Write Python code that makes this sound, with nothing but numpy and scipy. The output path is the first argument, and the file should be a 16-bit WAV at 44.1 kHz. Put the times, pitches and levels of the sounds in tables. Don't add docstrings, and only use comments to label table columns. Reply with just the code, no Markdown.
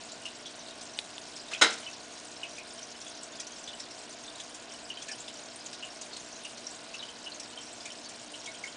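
import sys
import numpy as np
from scipy import signal
from scipy.fft import rfft, irfft
from scipy.io import wavfile

SR = 44100
rng = np.random.default_rng(int(sys.argv[2]) if len(sys.argv) > 2 else 0)


def to_wav(s):
    ch = np.atleast_2d(s).T
    pcm = np.round(np.clip(ch, -1, 1) * 32767)
    wavfile.write(sys.argv[1], SR, pcm.astype(np.int16))


N = 386316
T = np.arange(N) / SR
SHOT = T[:SR // 2]

# frequency in Hz, relative gain in dB.
SPRAY_COLOUR = [(1000, -21), (2200, -6.5), (3500, -2), (4500, -3.5), (5900, 0.5), (7600, -0.5),
                (10000, -11)]


def undb(db):
    return 10 ** (np.asarray(db) / 20)


def level(x, db):
    return x * undb(db) / np.std(x)


def strength(x, db):
    return x * undb(db) / np.sqrt(np.sum(x ** 2) / (0.03 * SR))


def fade(t60_s):
    return np.exp(-np.log(1000) * SHOT / max(t60_s, 1e-4))


def hiss(t60_s):
    return rng.standard_normal(len(SHOT)) * fade(t60_s)


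def add(out, start_s, x):
    i = max(int(start_s * SR), 0)
    out[i:i + len(x)] += x[:max(N - i, 0)]


def colour(x, points, size=4096):
    hz, db = np.transpose(points)
    bin_hz = np.maximum(np.arange(size // 2 + 1) * SR / size, 1)
    gain_db = np.interp(np.log(bin_hz), np.log(hz), db)
    cepstrum = irfft(np.log(undb(gain_db)))
    cepstrum[1:size // 2] *= 2
    cepstrum[size // 2 + 1:] = 0
    impulse = irfft(np.exp(rfft(cepstrum)))
    return signal.fftconvolve(x, impulse)[:len(x)]


def echoes(x, hood_db, room_db, hood_t60_s=0.031, room_t60_s=0.14):
    hood = hiss(hood_t60_s)
    room = hiss(room_t60_s) * (1 - fade(0.01))
    response = undb(hood_db) * hood / np.linalg.norm(hood)
    response += undb(room_db) * room / np.linalg.norm(room)
    response[0] += 1
    return signal.fftconvolve(x, response)[:len(x)]


def pump():
    # multiple, mean rms level in dB.
    hum = [(2, -73.5), (3, -85.5), (4, -63), (5, -62.5), (6, -68), (7, -71.5), (8, -67.5), (10, -66.5),
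           (11, -65), (12, -67), (18, -72)]
    # frequency in Hz, relative gain in dB.
    flow_colour = [(25, -15.5), (65, -9), (100, -8.5), (160, -4.5), (270, -0.5), (400, -1), (540, -1.5),
                   (660, 6.5), (800, -1), (1000, -0.5), (1250, -5), (1550, -2), (2000, -7), (3000, -4.5),
                   (9500, -21)]
    mains_hz, whine_hz, whine_db = 60, 1450.8, -67.5
    waver_db, waver_rad, waver_points = 1.46, 0.096, 60

    out = level(colour(rng.standard_normal(N), flow_colour), -49.5)
    tones = [(k * mains_hz, db) for k, db in hum] + [(whine_hz, whine_db)]
    for hz, db in tones:
        load = np.interp(T, np.linspace(0, T[-1], num=waver_points), rng.standard_normal(size=waver_points))
        amplitude = np.sqrt(2) * undb(db + waver_db * load)
        out += amplitude * np.sin(2 * np.pi * hz * T + waver_rad * load)
    return out


def ring(hz, t60_s, rise, size=len(SHOT)):
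    t = SHOT[:size]
    pitch_hz = hz * (1 + rise * (1 - np.exp(-2 * t / t60_s)))
    swell = 1 - np.exp(-hz * t / 2)
    decay = np.exp(-np.log(1000) * t / t60_s)
    return swell * np.sin(2 * np.pi * np.cumsum(pitch_hz) / SR) * decay


def swarm(per_s, low_hz, high_hz, cycles, spread_db):
    out = np.zeros(N)
    for when, size, force in rng.random((int(per_s * N / SR), 3)):
        hz = min(low_hz * (high_hz / low_hz) ** size, SR / 3)
        db = -spread_db * np.log(max(force, 0.02))
        add(out, when * N / SR, undb(db) * ring(hz, cycles / hz, rise=0.07, size=2048))
    return out


def trickle(spots=4):
    # frequency in Hz, relative gain in dB.
    fizz_colour = [(1200, -30), (2000, -11), (2800, -11), (3600, -3.5), (4500, 1), (5600, 2.5), (7000, 1),
                   (8200, -0.5), (10000, -4.5)]
    fizz = np.zeros(N)
    for _ in range(spots):
        spot = swarm(per_s=260, low_hz=1860, high_hz=10440, cycles=9.7, spread_db=2.0)
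        fizz += echoes(spot, hood_db=7.5, room_db=-6.0)
    pops = swarm(per_s=17, low_hz=4760, high_hz=9330, cycles=40, spread_db=2.0)
    plinks = swarm(per_s=6, low_hz=2640, high_hz=4030, cycles=130, spread_db=2.0)

    out = level(colour(fizz, fizz_colour), -50.5)
    out += level(echoes(pops, hood_db=3.0, room_db=4.5), -57.0)
    out += level(echoes(plinks, hood_db=5.0, room_db=7.5), -63.5)
    return out


def bubble(hz, db, spray_db, gurgle_db=1, gurgle_follows=0.24, wobble=0.084, gurgle_cycles=28, count=6):
    ref_t60_s, ref_hz, slope = 0.078, 3010, 1.5
    spray_t60_s, spray_attack_s = 0.042, 0.0024
    t60_s = min(ref_t60_s * (ref_hz / hz) ** slope, 0.5)
    note = echoes(ring(hz, t60_s, rise=0.0092), hood_db=-1.5, room_db=-6.0)

    shed = np.zeros(len(SHOT))
    for delay_s in np.linspace(0, t60_s / 3, num=count) * rng.random(count):
        shed_hz = hz * (1 + wobble * rng.uniform(-1.17, 1))
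        brief = ring(shed_hz, gurgle_cycles / hz, rise=0)
        delayed = np.pad(brief, (int(delay_s * SR), 0))[:len(SHOT)]
        shed += np.exp(-4 * delay_s / t60_s) * delayed
    gurgle = echoes(shed, hood_db=1.5, room_db=5)

    burst = hiss(spray_t60_s) * (1 - np.exp(-SHOT / spray_attack_s))
    spray = echoes(colour(burst, SPRAY_COLOUR), hood_db=6.0, room_db=-2.5)

    voice = strength(note, 0) + strength(gurgle, gurgle_db + gurgle_follows * spray_db)
    return strength(voice, db) + strength(spray, db + spray_db)


def bubbles():
    # start in seconds, pitch in Hz, level in dB, burst spray relative to the ring in dB.
    prominent = [ (.254, 2850, -39.5, -7), (0.458, 3420, -44.5, -12), (.810, 5000, -51, 3),
                 (1.363, 5250, -46, -3), (1.534, 2580, -36.5, -6), (1.546, 3160, -43, -14),
                 (1.864, 2980, -42.5, -22), (1.876, 2635, -46, -24), (1.930, 5560, -48, -6),
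                 (2.431, 2925, -40, -13), (2.433, 2570, -42.5, -14), (2.581, 2460, -45.5, -4),
                 (2.829, 5900, -46, -9), (3.015, 5600, -47.5, -3), (3.065, 3410, -48, -6),
                 (3.231, 7780, -47, -5), (3.399, 6170, -42.5, 1), (3.468, 5740, -46.5, -5),
                 (3.675, 3420, -42, -8), (3.799, 5330, -45, -1), (4.277, 3570, -47.5, -12),
                 (4.398, 3430, -47.5, 3.5), (4.902, 2933, -39.5, -24), (4.972, 3120, -45, -23),
                 (5.023, 6170, -48.5, 2), (5.083, 2440, -46, 1), (5.089, 1733, -45.5, -13),
                 (5.115, 5550, -42, -6), (5.204, 7480, -46.5, -8), (5.278, 3510, -48, -1),
                 (5.660, 6770, -45.5, 0), (5.728, 5270, -50, 4), (5.826, 2830, -41, -13),
                 (6.013, 6540, -46.5, 1.5), (6.131, 4260, -45, -6), (6.164, 4310, -48, 3.5),
                 (6.447, 2854, -42.5, -5), (6.668, 5670, -40.5, -23), (6.940, 2655, -43.5, -6),
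                 (6.993, 3840, -44, -18), (7.026, 2964, -43, -9), (7.086, 3080, -48, -14),
                 (7.262, 2925, -41.5, -21), (7.319, 4150, -46.5, -19), (7.345, 6600, -49.5, -10),
                 (7.397, 5496, -47.5, 3), (7.575, 3090, -44, -30), (7.853, 2370, -46.5, 2.5),
                 (7.902, 3060, -48, -10), (8.058, 4480, -48.5, -20), (8.338, 3014, -46.5, -7),
                 (8.457, 3360, -47.5, 2.5), (8.469, 2190, -43.5, -18), (8.638, 2180, -39.5, -9),
                 (8.674, 3110, -50, -5)]
    faint_count, faint_low_hz, faint_high_hz = 30, 2990, 8000
    faint_db, faint_spread_db, faint_spray_db = -53, 2, -2.5

    out = np.zeros(N)
    for start_s, hz, db, spray_db in prominent:
        add(out, start_s, bubble(hz, db, spray_db))
    for k, (when, size, force) in enumerate(rng.random((faint_count, 3))):
        start_s = (k + when) * T[-1] / faint_count
        hz = faint_high_hz * (faint_low_hz / faint_high_hz) ** size
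        db = faint_db + faint_spread_db * (2 * force - 1)
        add(out, start_s, bubble(hz, db, faint_spray_db))
    return out


def ticks():
    # start in seconds, level in dB.
    tick_rows = [(.9890, -35), (1.1810, -45.5)]
    # frequency in Hz, relative gain in dB.
    tick_colour = [(290, -52), (500, -13), (1620, -19), (3620, 2), (4770, -11), (5410, -17), (7780, -26),
                   (8710, -19), (10000, -21), (13000, -53), (22000, -120)]
    out = np.zeros(N)
    for start_s, db in tick_rows:
        snap = hiss(0.008)
        snap[0] += 7
        add(out, start_s, strength(echoes(colour(snap, tick_colour), hood_db=-6, room_db=-21), db))
    return out


def knock(ring_db=-3, body_db=-3.5, body_t60_s=0.12, tail_db=-11, tail_t60_s=0.36,
          rustle_db=-35, rustle_t60_s=0.47):
    # start in seconds, level in dB, length of the push in seconds.
    contacts = [(1.510, -36, 0.049), (1.612, -17, 0.03), (1.620, -17, 0.013)]
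    # frequency in Hz, relative level in dB, t60 in seconds.
    tank_modes = [(214, -21, 0.65), (250, -18, 0.35), (318, -8, 0.24), (460, -9.5, 0.43), (636, -8, 0.27),
                  (1260, -13, 0.42), (1350, -3, 0.3), (1373, -15, 0.26), (1400, -4, 0.28), (1473, 2, 0.25),
                  (1574, -4, 0.27), (1850, -3, 0.23), (2020, -4, 0.24), (2082, 3, .22), (2134, -1, .23),
                  (3110, 1, 0.18), (3600, -8, .16), (3940, -1, 0.25), (3866, 3.5, 0.2), (5370, -2, 0.18),
                  (6270, -3, .12), (6690, 3.5, 0.094)]
    # frequency in Hz, relative gain in dB.
    knock_colour = [(71, -78), (120, -57), (297, -12.5), (1030, -9.5), (1170, -11), (1460, -4),
                    (1660, -9.5), (2110, -6), (2450, -13.5), (3750, -6.5), (4770, -14), (5140, -7),
                    (5740, -17), (6530, -11), (10000, -22.5), (13000, -56), (22000, -120)]

    out = np.zeros(N)
    for start_s, db, push_s in contacts:
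        tail = colour(hiss(tail_t60_s), [(2000, 4), (4500, 3.5), (8000, -8)])
        body = colour(hiss(body_t60_s) + undb(tail_db) * tail, knock_colour)
        add(out, start_s, strength(body * (1 - fade(push_s)), db + body_db))

    start_s, db, push_s = max(contacts, key=lambda row: row[1])
    modes = np.zeros(len(SHOT))
    for hz, mode_db, t60_s in tank_modes:
        modes += undb(mode_db) * np.sin(2 * np.pi * (hz * SHOT + rng.random())) * fade(t60_s)
    add(out, start_s, strength(modes * (1 - fade(push_s)), db + ring_db))

    grain_db = 7.2 * np.interp(SHOT, np.linspace(0, 0.5, num=70), rng.standard_normal(size=70))
    rustle = colour(undb(grain_db) * hiss(rustle_t60_s), SPRAY_COLOUR)
    add(out, start_s, strength(rustle * (1 - fade(1.0)), rustle_db))
    return out


def scene():
    mono = pump() + trickle() + bubbles() + ticks() + knock()
    return np.array([mono, mono])


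def record(dry):
    top_hz = 10030
    low_pass = signal.ellip(12, 0.2, 70, top_hz, fs=SR, output="sos")
    return signal.sosfilt(low_pass, dry)


dry = scene()
out = record(dry)
to_wav(out)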